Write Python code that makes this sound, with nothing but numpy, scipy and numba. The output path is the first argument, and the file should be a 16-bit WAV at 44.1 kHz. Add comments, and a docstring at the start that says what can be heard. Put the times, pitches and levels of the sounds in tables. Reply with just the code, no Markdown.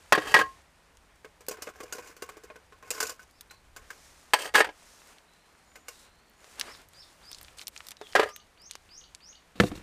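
"""A woodland camp, over a bed of air, far hum, wind on the microphone and rustling sleeves and leaves.
A mess tin lands on a slatted aluminium table and both ring. A hand rummages in a box of tins, which
knock and scrape; then a folding stove clatters onto the slats. Small birds whistle through the trees
while a wrapper crinkles in dry snaps and a fuel tablet is set down. Last, a hollow cooler lid thumps."""
import sys
import numpy as np
from scipy import signal
from scipy.fft import rfft, irfft
from scipy.io import wavfile
from scipy.ndimage import uniform_filter1d
from numba import njit

SR = 44100
rng = np.random.default_rng(int(sys.argv[2]) if len(sys.argv) > 2 else 0)


def materialize(psi):
    """Save the field psi as 16-bit PCM at rate SR to the path in sys.argv[1].

    A 1-D psi becomes a single channel; in a 2-D psi each row is a channel.
    """
    bounded = np.clip(np.atleast_2d(psi).T, -1, 1)
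    quanta = np.round(bounded * 32767).astype(np.int16)
    wavfile.write(sys.argv[1], SR, quanta)


N = 433062
T = np.arange(N) / SR

# tone of the air bed: (frequency [Hz], relative level [dB])
AIR_SPECTRUM = [(15, -42.5), (25, -5), (66, -1.5), (123, -22), (157, -2), (256, -9.5), (439, -11.5),
                (1020, -11), (3340, -46.5), (4030, -32.5), (4870, -29.5), (13200, -32), (16000, -45)]
# fader ride on the far hum: (time [s], level [dB])
HUM_RIDE = [(0, -66.5), (1.2, -70), (1.86, -71.5), (2.4, -66), (3.6, -68.5), (4.0, -73.5), (6.8, -77),
            (7.1, -67.5), (9.82, -78.5)]
# wind puffs and ground thumps: (start [s], length [s], wind level [dB], hum level [dB])
PUFFS = [(.12, 0.52, -59.5, -61.5), (3.55, 0.4, -63, -75), (4.4, 0.38, -62, -73), (5.497, 0.82, -69.5, -83),
         (6.444, .6, -67, -84), (7.299, 0.24, -59.5, -73), (8.101, .2, -63.5, -58.5),
         (8.7, 0.64, -69.5, -78), (9.58, 0.26, -48, -49)]

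# shape of each bird call: (time into the call [s], pitch [Hz], relative level [dB])
HIGH_CALL = [(0, 2340, -8), (.004, 4430, -22.5), (.05, 5240, -13.5), (.1, 6600, -10), (.108, 6500, -34.5),
             (.118, 4760, -24), (.125, 2900, -11), (.138, 2786, -39), (.148, 2900, -11),
             (.152, 4600, -10.5), (.158, 4570, -45)]
LOW_CALL = [(0, 3270, -10), (.01, 4775, -11), (.04, 4755, -9.5), (.07, 5404, -0.5), (.078, 5430, -21),
            (.085, 4750, -0.5), (.095, 3300, -8.5), (.115, 3820, -14), (.125, 3627, -50)]
SHORT_CALL = [(0, 3965, 12), (.03, 4370, -12), (.09, 4400, -17), (.11, 4370, -30.5)]
THIN_CALL = [(0, 3800, -4), (.03, 3950, 0), (.1, 4000, -3), (.25, 4250, -8), (.42, 4400, -10),
             (.46, 4400, -40)]
WISP_CALL = [(0, 6700, -9), (.05, 7000, 1.5), (.2, 6900, -4), (.3, 6940, -25.5)]
FALLING_CALL = [(0, 3890, -13), (.04, 3780, -10), (.06, 3414, -1), (.09, 3200, -3.5), (.13, 3000, -9),
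                (.15, 3030, -37)]
# cues for those calls: (time [s], level [dB])
HIGH_CUES = [(8.252, -44.5), (8.575, -42.5), (8.89, -39.5), (9.205, -41)]
LOW_CUES = [(3.3, -66.5), (6.651, -51.5), (6.935, -49.5), (7.227, -49)]
SHORT_CUES = [(3.5, -62.5)]
THIN_CUES = [(5.26, -71), (5.92, -67.5)]
WISP_CUES = [(5.639, -71), (6.33, -74)]
FALLING_CUES = [(7.976, -54)]

# cloth and dry leaves stir: (start [s], length [s], hiss level [dB], dull level [dB])
RUSTLES = [(-.15, 0.84, -59, -62.5), (3.102, 0.4, -69.5, -72), (3.701, 0.92, -60, -63),
           (4.642, 0.62, -58.5, -64), (5.055, 0.086, -59, -60), (5.195, 0.73, -69.5, -78.5),
           (5.848, 0.25, -55.5, -64), (6.363, 0.52, -54.5, -58), (6.565, 0.17, -53, -49),
           (6.874, 0.33, -58.5, -65), (7.127, 0.49, -57.5, -62), (7.564, 0.084, -48, -56),
           (7.694, 0.26, -55, -63.5), (7.976, 0.38, -54.5, -62.5), (8.699, 0.39, -67, -76),
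           (9.545, 0.38, -60.5, -57)]
# a sleeve swishes past: (start [s], length [s], level [dB])
SWISHES = [(-.1, .8, -62), (3.743, 0.62, -59.5), (4.66, 0.59, -59)]
# wrapper, twig and ember ticks: (time [s], level [dB], centre [Hz], width [octaves])
TICKS = [(0.971, -42.5, 1980, 3.5), (0.7044, -61, 12000, 1.2), (1.466, -38, 7420, 5.8),
         (1.4855, -14.5, 11000, 1), (3.3108, -46, 6280, 2.1), (3.4094, -28.5, 8650, 6.5),
         (5.0185, -43.5, 1243, 1.5), (5.073, -42.5, 1210, 6.1), (5.1841, -40.5, 3250, 1.65),
         (5.336, -47.5, 2530, 2.5), (5.5515, -49, 1000, 1.2), (5.718, -48.5, 1650, 1.07),
         (6.297, -50, 13030, 0.46), (6.444, -34, 1070, 4.6), (6.597, -15.5, 4020, 2.7),
         (6.6118, -11.5, 2640, 1.8), (6.75, -37, 1480, 2.2), (6.887, -42, 8960, 1.7),
         (6.9345, -42, 2720, 3.1), (7.3154, -26, 6130, 14), (7.33, -27, 4970, 0.58),
         (7.3468, -29.5, 4600, 0.94), (7.385, -34, 4020, 1.7), (7.413, -29.5, 6890, 7.8),
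         (7.43, -32.5, 6260, 4.7), (7.4476, -35, 2430, 2.1), (7.4828, -35, 2650, 0.9),
         (7.585, -37, 2950, 0.83), (7.594, -27.5, 3150, 0.9), (7.6144, -28, 3320, 1.1),
         (7.623, -36, 3750, 0.53), (7.6707, -19.5, 4600, 1.22), (7.6807, -19, 5400, 6.4),
         (7.7634, -27.5, 1920, 2), (7.7767, -25.5, 3640, 1.7), (7.8052, -28, 1730, 1.8),
         (7.8687, -28, 5870, 6.2), (7.886, -23.5, 8670, 8.8), (7.908, -28, 5890, 5.9),
         (7.917, -25, 2140, 2.4), (7.9687, -36, 2800, 1.8), (8.0137, -30.5, 1390, 3.5),
         (8.0696, -35.5, 3120, 0.66), (8.1253, -33.5, 3780, 1), (8.1332, -30, 1960, 1.2),
         (8.6177, -44.5, 7500, 1.4), (8.3627, -23.5, 6430, 3.9), (8.7111, -21, 4300, 1.9),
         (8.735, -35.5, 4030, 1.3), (8.754, -25, 1040, 4.6), (9.1488, -25, 4000, 1.7)]

# hits, with bass (below 800 Hz) and treble (above 2.5 kHz) set against the level:
# (time [s], level [dB], bass [dB], treble [dB], pitch the struck spot favours [Hz])
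BOX_HITS = [(1.246, -41, 3.5, -10.5, 1410), (1.407, -47, 2, -0.5, 1280), (1.484, -34.5, 4.5, 7.5, 1092),
            (1.511, -34, 3, -0.5, 1010), (1.584, -48, 8, -17, 1020), (1.621, -36, 0, 5.5, 980),
            (1.671, -35, 5.5, -13, 1240), (1.688, -44, 10.5, -3, 1620), (1.758, -53, 10.5, 0, 1600),
            (1.803, -37.5, 6, -5, 1130), (1.832, -48.5, 16, 5, 1120), (1.925, -33.5, 2, 5, 1460),
            (1.949, -42.5, 9, 1, 1350), (1.983, -34, 4, -10, 1020), (2.074, -44, -19, -0.5, 1546),
            (2.166, -46, 2, 1.5, 2460), (2.222, -33.5, 3, -1, 1086), (2.29, -37, 1.5, -4.5, 1130),
            (2.369, -48.5, 10, -0.5, 1140), (2.436, -49, 6, 3, 1440), (2.501, -41.5, 9, -26, 1100),
            (2.558, -44, 2, -8, 1570), (2.723, -46, -2.5, -14, 1094), (2.826, -42.5, -0.5, -11.5, 1084),
            (2.905, -29.5, 0.5, 8.5, 2470), (2.971, -42.5, -15, -9, 1510), (3.003, -23.5, -13, 2.5, 1540),
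            (3.028, -30, 2, 5, 1485), (3.068, -48, -10, 18, 1500), (3.095, -36, -2, 6.5, 1090),
            (3.194, -44.5, -31, -7, 1490), (3.508, -42.5, -26, -2.5, 1530), (3.763, -38, -29, -1, 1530),
            (3.904, -34.5, -29, -4, 1583), (5.756, -41.5, -5.5, -3, 2210), (5.883, -39, -5.5, 4.5, 2140)]
COOLER_HITS = [(9.6, -5.5, 5.3, -15, 1038), (9.635, -26.5, 15, -17, 842), (9.716, -36.5, 12.2, -14, 870)]
TIN_HITS = [(0.123, -4.5, -2.5, -11, 1720), (0.15, -15.5, -11, -12, 1650), (0.177, -18, 3.5, -39, 1600),
            (0.279, -33.5, -9.5, -12, 1770), (0.341, -1.5, -25, -14, 1870), (0.364, -15, -12, -18, 1600),
            (0.389, -13, -6.5, -12.5, 1064), (0.413, -23.5, -6, -10, 1650)]
STOVE_HITS = [(4.335, -7.5, -17, -7, 802), (4.388, -30.5, -23, -2, 1760), (4.419, -43, -22, 13, 1750),
              (4.454, -30, -1, -8.5, 1820), (4.545, -10.5, -7, -14, 1196), (4.553, -6.5, -16, -8.5, 1650),
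              (4.58, -15, -11.5, -15.5, 1650), (4.604, -8.5, -6, -16.5, 1830),
              (4.644, -22, -19, -13.5, 1750), (4.669, -34.5, 7, -18, 921), (4.689, -35.5, 5, -26, 1000)]
TABLET_HITS = [(8.013, -41, 7, -14, 900), (8.152, -8, 1.5, -13, 1970), (8.161, -14.5, 0, -21, 1650),
               (8.195, -14.5, 3.5, -14.5, 1780), (8.23, -19, -1.5, -15, 1776), (8.258, -40, 14, -17, 1660),
               (8.288, -37.5, -6, -6, 1200)]
# drags along a surface: (start [s], length [s], level [dB], treble against the level [dB])
BOX_DRAGS = [(1.47, 0.22, -52.5, -16), (1.72, 0.23, -54.5, -6.5), (1.94, 0.21, -50.5, -3.5),
             (2.14, 0.44, -59, -15), (2.84, .06, -52.5, -4), (2.9, 0.241, -43, -2),
             (3.19, 0.054, -60.5, 3.5)]
COOLER_DRAGS = [(9.547, 0.055, -53, 1.5), (9.621, 0.068, -42.5, 10), (9.69, .14, -49.5, -10),
                (9.744, 0.038, -46.5, 8)]
TIN_DRAGS = [(.16, .18, -37.5, -6), (0.264, .075, -39.5, 2), (0.347, .07, -25, -9)]
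STOVE_DRAGS = [(4.359, 0.14, -37.5, -0.5), (4.537, 0.005, -25, -4), (4.555, .065, -25, -3)]
TABLET_DRAGS = [(8.16, 0.08, -29.5, -16), (8.25, 0.074, -48, -9)]
# resonances of each body: (frequency [Hz], relative level [dB], free ring time to -60 dB [s])
BOX_MODES = [(312, -10, 0.12), (420, -2, 0.078), (438.4, -5.5, 0.3), (490, -3.5, 0.17), (612, -10.5, 0.21),
             (740, -12.5, 0.17), (1005, -3.5, 0.12), (1060, 1.5, 0.36), (1129, 4, 0.11), (1268, -2.5, 0.23),
             (1500, 6, 0.19), (1620, 10.5, 0.048), (2158, 2.5, 0.12), (2493, 6, 0.074), (2890, -2, 0.2),
             (3470, -32, 0.066), (4000, -25.5, 0.058), (4750, 1, 0.016), (5000, 4.5, 0.11),
             (5960, 8.5, 0.076), (7050, 9.5, 0.08), (7500, -12, 0.21), (7070, 3, 0.078)]
COOLER_MODES = [(82, -2, 0.18), (125, -9.5, 0.31), (198, 8, 0.11), (230, -2.5, 0.14), (299, 7, 0.15),
                (377, -1.5, 0.18), (488, 6.5, 0.11), (700, 2, 0.065), (890, -15, 0.023), (1103, 13, 0.027),
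                (1355, 4, 0.065), (1774, 0, 0.095), (2170, 5, 0.029), (2720, 4, 0.058), (3730, 10.5, 0.031),
                (4320, 1, 0.089)]
TABLE_MODES = [(308, -14.5, 0.35), (433.8, -2, 0.18), (512, -4.5, 0.17), (591, -4.5, 0.16), (747, -7.5, .2),
               (904, -0.5, 0.1), (1256, -0.5, 0.16), (1652, 5.5, 0.16), (1731, -3, 0.11), (1813, -6, 0.23),
               (1905, -3.5, 0.27), (2450, -8.5, 0.044), (2550, -9, .12), (2660, -2, .1), (2924, -2.5, 0.13),
               (3180, -2, 0.17), (3960, -8.5, 0.06), (4600, -7.5, 0.27), (4915, -9, .06)]
TIN_MODES = [(131, -15.5, 0.27), (222, -14.5, 0.13), (730, -6.5, 0.065), (1071, -4, .42),
             (1127, -4.5, 0.26), (1470, -6, 0.079)]
STOVE_MODES = [(640, -8.5, 0.17), (840, 0.5, 0.19), (1000, 0, 0.17), (1055, -14, 0.3), (2160, 2.5, 0.084),
               (3160, -13.5, .1), (8540, -5.5, 0.18)]
TABLET_MODES = [(423, -6, 0.3), (1012, 6.5, 0.093), (1210, -9.5, 0.88), (1335, 0.5, 0.14), (2070, -4, 0.22)]


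def undb(db):
    """Decibels to gain."""
    return 10 ** (np.asarray(db) / 20)


def band(lo_hz, hi_hz, order=2):
    """Band-passed noise at unit level."""
    sos = signal.butter(order, [lo_hz, min(hi_hz, .45 * SR)], "bandpass", fs=SR, output="sos")
    noise = signal.sosfilt(sos, rng.standard_normal(N))
    return noise / np.std(noise)


def wobble(rate_hz):
    """Random modulator that glides from value to value; spread near 1."""
    step = int(SR / rate_hz)
    return uniform_filter1d(np.repeat(rng.standard_normal(N // step + 1), step), step)[:N]


def swells(start_s, length_s, db, fade):
    """Envelope of overlapping swells; fade-in and fade-out each take a share of the length."""
    power = np.zeros(N)
    for s, length, gain in zip(start_s, length_s, undb(db)):
        progress = (T - s) / length
        power += (gain * np.clip(np.minimum(progress, 1 - progress) / fade, 0, 1)) ** 2
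    return np.sqrt(power)


def burst(start, db, t60_s, attack_s=.0012):
    """Percussive envelope: a fast attack at each start sample, then a dying tail."""
    power = np.bincount(start, undb(db) ** 2, N)[:N]
    tails = signal.lfilter([1], [1, -undb(-120 / (t60_s * SR))], power)
    lag = np.exp(-1 / (attack_s * SR))
    return np.sqrt(signal.lfilter([1 - lag], [1, -lag], tails))


def low_cut(x, hz):
    """Roll off the bass that a small, light body cannot radiate."""
    return signal.sosfilt(signal.butter(2, hz, "highpass", fs=SR, output="sos"), x)


def air(bed_db=-68.5, breeze_db=-71):
    """Steady woodland air, a wavering far hum and wind rumbling on the microphone."""
    hz, db = np.transpose(AIR_SPECTRUM)
    tone_db = np.interp(np.log(np.arange(N // 2 + 1) * SR / N + 1), np.log(hz), db)
    bed = irfft(rfft(rng.standard_normal(N)) * undb(tone_db), N)
    s, length, wind_db, hum_db = np.transpose(PUFFS)
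    hum_ride = undb(np.interp(T, *np.transpose(HUM_RIDE)))
    hum = np.hypot(hum_ride, swells(s, length, hum_db, fade=.3)) * band(38, 88)
    breeze = undb(breeze_db + 2.5 * wobble(3))
    wind = np.hypot(breeze, swells(s, length, wind_db, fade=.3)) * band(18, 81)
    return undb(bed_db + .8 * wobble(27)) * bed / np.std(bed) + hum + wind


def birds(echo_t60_s=.28, echo_db=2.5):
    """Near-sine whistles, unsteady in pitch, with the echo of the trunks behind them."""
    dry = np.zeros(N)
    voices = ((HIGH_CALL, HIGH_CUES, .018), (LOW_CALL, LOW_CUES, .02), (SHORT_CALL, SHORT_CUES, .02),
              (THIN_CALL, THIN_CUES, .04), (WISP_CALL, WISP_CUES, .015),
              (FALLING_CALL, FALLING_CUES, .015))
    for call, cues, waver in voices:
        s, hz, db = np.transpose(call)
        for cue_s, cue_db in cues:
            i, t = int(cue_s * SR), T[:int(s[-1] * SR)]
            pitch = np.interp(t, s, hz) * (1 + waver * wobble(250)[:len(t)])
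            whistle = np.sin(2 * np.pi * np.cumsum(pitch) / SR)
            dry[i:i + len(t)] += undb(cue_db + np.interp(t, s, db)) * whistle
    t = T[:SR // 2]
    echo = rng.standard_normal(len(t)) * undb(-60 * t / echo_t60_s)
    return dry + undb(echo_db) * signal.fftconvolve(dry, echo / np.sqrt(np.sum(echo ** 2)))[:N]


def rustle():
    """Cloth and dry leaves hiss in crackly patches over a leafy murmur; sleeves swish past."""
    s, length, hiss_db, dull_db = np.transpose(RUSTLES)
    crackle = burst(rng.integers(0, N, 1500), 2.5 * rng.exponential(size=1500), t60_s=.01)
    grain = np.hypot(1, crackle) / 2
    hiss = undb(wobble(28)) * band(3300, 9500) + undb(-10 + wobble(27)) * band(7800, 21000)
    dull = undb(wobble(33)) * band(260, 2300)
    sleeve = swells(*np.transpose(SWISHES), fade=.62) * band(4800, 7400, order=1)
    # the floor under each envelope is the steady murmur of the leaves
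    hiss_gain = np.hypot(swells(s, length, hiss_db, fade=.25), undb(-67))
    dull_gain = np.hypot(swells(s, length, dull_db, fade=.14), undb(-64.5))
    return hiss_gain * hiss * grain + dull_gain * dull + sleeve


def ticks(click_t60_s=.0018, tail_t60_s=.028):
    """Wrapper, twigs and embers snap: a sharp click and a short noisy tail, band-passed."""
    out, t = np.zeros(N), T[:SR // 10]
    envelope = undb(-60 * t / click_t60_s) + undb(-12.5 - 60 * t / tail_t60_s)
    for (s, db, hz, octaves), noise in zip(TICKS, rng.standard_normal((len(TICKS), len(t)))):
        edges_hz = np.clip(hz * 2 ** (np.array([-.4, .6]) * max(octaves, .3)), 200, 16000)
        sos = signal.butter(2, edges_hz, "bandpass", fs=SR, output="sos")
        snap = signal.sosfilt(sos, noise * envelope)
        out[int(s * SR):int(s * SR) + len(t)] += undb(db) * snap / np.max(np.abs(snap))
    return out


@njit
def ring(n, start, hz, t60, gain, sr):
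    """Each contact starts one dying sine per mode."""
    out = np.zeros(n)
    for hit in range(len(start)):
        for mode in range(hz.shape[1]):
            step = np.exp(2j * np.pi * hz[hit, mode] / sr - np.log(1000) / (t60[hit, mode] * sr))
            phasor = gain[hit, mode] + 0j
            for i in range(start[hit], min(n, start[hit] + int(.8 * t60[hit, mode] * sr))):
                out[i] += phasor.imag
                phasor *= step
    return out


def skid(hits, ring_share, skid_s):
    """Each hit skids through four fading contacts: rows as in the hit tables, plus a ring share."""
    lateness = np.sort(rng.random((len(hits), 4)), axis=1)
    lateness[:, 0] = 0
    contacts = np.repeat(np.c_[np.array(hits), np.full(len(hits), ring_share)], 4, axis=0)
    contacts[:, 0] += skid_s * lateness.ravel()
    contacts[:, 1] -= 5.52 + 12.3 * lateness.ravel()  # later contacts are softer
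    return contacts


def rattle(hits, drags, per_s, send_db, t60_s, bass_db, ring_share=.4, gate_db=-68):
    """Tiny random contacts, in rows like skid's: they die away after a hit, and drags keep them up."""
    hit_s, hit_db, _, hit_treble_db, _ = np.transpose(hits)
    drag_s, length, drag_db, drag_treble_db = np.transpose(drags)
    start = (hit_s * SR).astype(int)
    level = np.hypot(burst(start, hit_db + send_db, t60_s), swells(drag_s, length, drag_db, fade=.15))
    bright = np.hypot(burst(start, hit_db + hit_treble_db + send_db, t60_s),
                      swells(drag_s, length, drag_db + drag_treble_db, fade=.21))
    gap, force, spot = rng.random((7000, 3)).T
    s = -np.cumsum(np.log(gap)) / per_s
    i = np.minimum(s * SR, N - 1).astype(int)
    level_db, bright_db = 20 * np.log10(level[i] + 1e-9), 20 * np.log10(bright[i] + 1e-9)
    overlap_db = 10 * np.log10(per_s * .022)  # overlapping contacts add up, so each is trimmed
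    db = level_db - 2 * np.log(force) - overlap_db
    spot_hz = 800 + 1700 * spot
    contacts = np.c_[s, db, np.full_like(s, bass_db), bright_db - level_db,
                     spot_hz, np.full_like(s, ring_share)]
    return contacts[(level_db > gate_db) & (i < N - 1)]


def struck(skids, rattles, modes, scatter_db, detune, detune_per_khz,
           crack_db, crack_s, fizz_db, fizz_s, top_db):
    """Every contact rings the body's modes, with a midrange crack and a bright fizz on the attack."""
    s, db, bass_db, treble_db, spot_hz, ring_share = np.vstack([skids, rattles]).T
    hz, mode_db, free_t60 = np.transpose(modes)
    start = (s * SR).astype(int)
    register = np.digitize(hz, [800, 2500])  # bass, mid, treble
    balance = undb(mode_db) / np.sqrt(np.bincount(register, undb(mode_db) ** 2))[register]
    scatter, polarity, drift = rng.standard_normal((len(s), 3, len(hz))).transpose(1, 0, 2)
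    drive_db = np.c_[db + bass_db, db, db + treble_db][:, register] + scatter_db * scatter
    spot_boost_db = 11.8 * np.exp(-(np.log(hz / spot_hz[:, None]) / .039) ** 2)
    gain = undb(drive_db + spot_boost_db) * balance * np.sign(polarity)
    # grip and load shift the small high modes more than the low ones
    shifted_hz = hz * (1 + (detune + detune_per_khz * hz / 1000) * drift)
    body = ring(N, start, shifted_hz, np.outer(ring_share, free_t60), gain, float(SR))
    crack = band(390, 2600) * burst(start, db + crack_db, crack_s)
    sizzle = band(4100, 9000) + undb(top_db) * band(9000, 23000)
    fizz = sizzle * burst(start, db + treble_db + fizz_db, fizz_s)
    return body + crack + fizz


def box_of_tins():
    """Tins knock and scrape against each other further off."""
    skids = skid(BOX_HITS, ring_share=.43, skid_s=.01)
    rattles = rattle(BOX_HITS, BOX_DRAGS, per_s=650, send_db=-11, t60_s=.2, bass_db=-3.5)
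    clatter = struck(skids, rattles, BOX_MODES, scatter_db=4, detune=.0079, detune_per_khz=.00754,
                     crack_db=-3.5, crack_s=.042, fizz_db=-.2, fizz_s=.026, top_db=-2)
    return low_cut(clatter, hz=192)


def cooler_lid():
    """The hollow plastic lid thumps and creaks."""
    skids = skid(COOLER_HITS, ring_share=.62, skid_s=.0057)
    rattles = rattle(COOLER_HITS, COOLER_DRAGS, per_s=470, send_db=-23, t60_s=.2, bass_db=7.5)
    thump = struck(skids, rattles, COOLER_MODES, scatter_db=3, detune=.003, detune_per_khz=.0049,
                   crack_db=1, crack_s=.017, fizz_db=-11, fizz_s=.079, top_db=-6.5)
    return low_cut(thump, hz=42)


def gear_on_table(lets_go_s=.35):
    """Tin, stove and tablet land, rock and slide, ringing with the slats; smaller means less bass."""
    tin_ring = np.where(np.array(TIN_HITS)[:, 0] < lets_go_s, .35, .56)  # the hand damps it at first
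    gear = ((TIN_HITS, TIN_DRAGS, TIN_MODES, tin_ring, 150),
            (STOVE_HITS, STOVE_DRAGS, STOVE_MODES, .32, 300),
            (TABLET_HITS, TABLET_DRAGS, TABLET_MODES, .35, 310))
    out = np.zeros(N)
    for hits, drags, modes, ring_share, low_cut_hz in gear:
        skids = skid(hits, ring_share, skid_s=.0065)
        rattles = rattle(hits, drags, per_s=600, send_db=-18.5, t60_s=.17, bass_db=-2.5)
        clank = struck(skids, rattles, TABLE_MODES + modes,
                       scatter_db=3.5, detune=.002, detune_per_khz=.0024,
                       crack_db=-2.5, crack_s=.054, fizz_db=-1.5, fizz_s=.03, top_db=-5)
        out += low_cut(clank, low_cut_hz)
    return out


def scene():
    """Mix the props and the woodland down to mono."""
    return (gear_on_table() + box_of_tins() + cooler_lid() + ticks() + rustle() + birds() + air())[None]


def record(dry):
    """Soft-clip the peaks, then two steep low-passes remove the very top."""
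    ceiling, rolloff_hz, cutoff_hz = .65, 14900, 16480
    rounded = ceiling * np.tanh(dry / ceiling)
    rolled_off = signal.sosfilt(signal.cheby1(10, .5, rolloff_hz, fs=SR, output="sos"), rounded)
    return signal.sosfilt(signal.ellip(8, .2, 70, cutoff_hz, fs=SR, output="sos"), rolled_off)


dry = scene()
out = record(dry)
materialize(out)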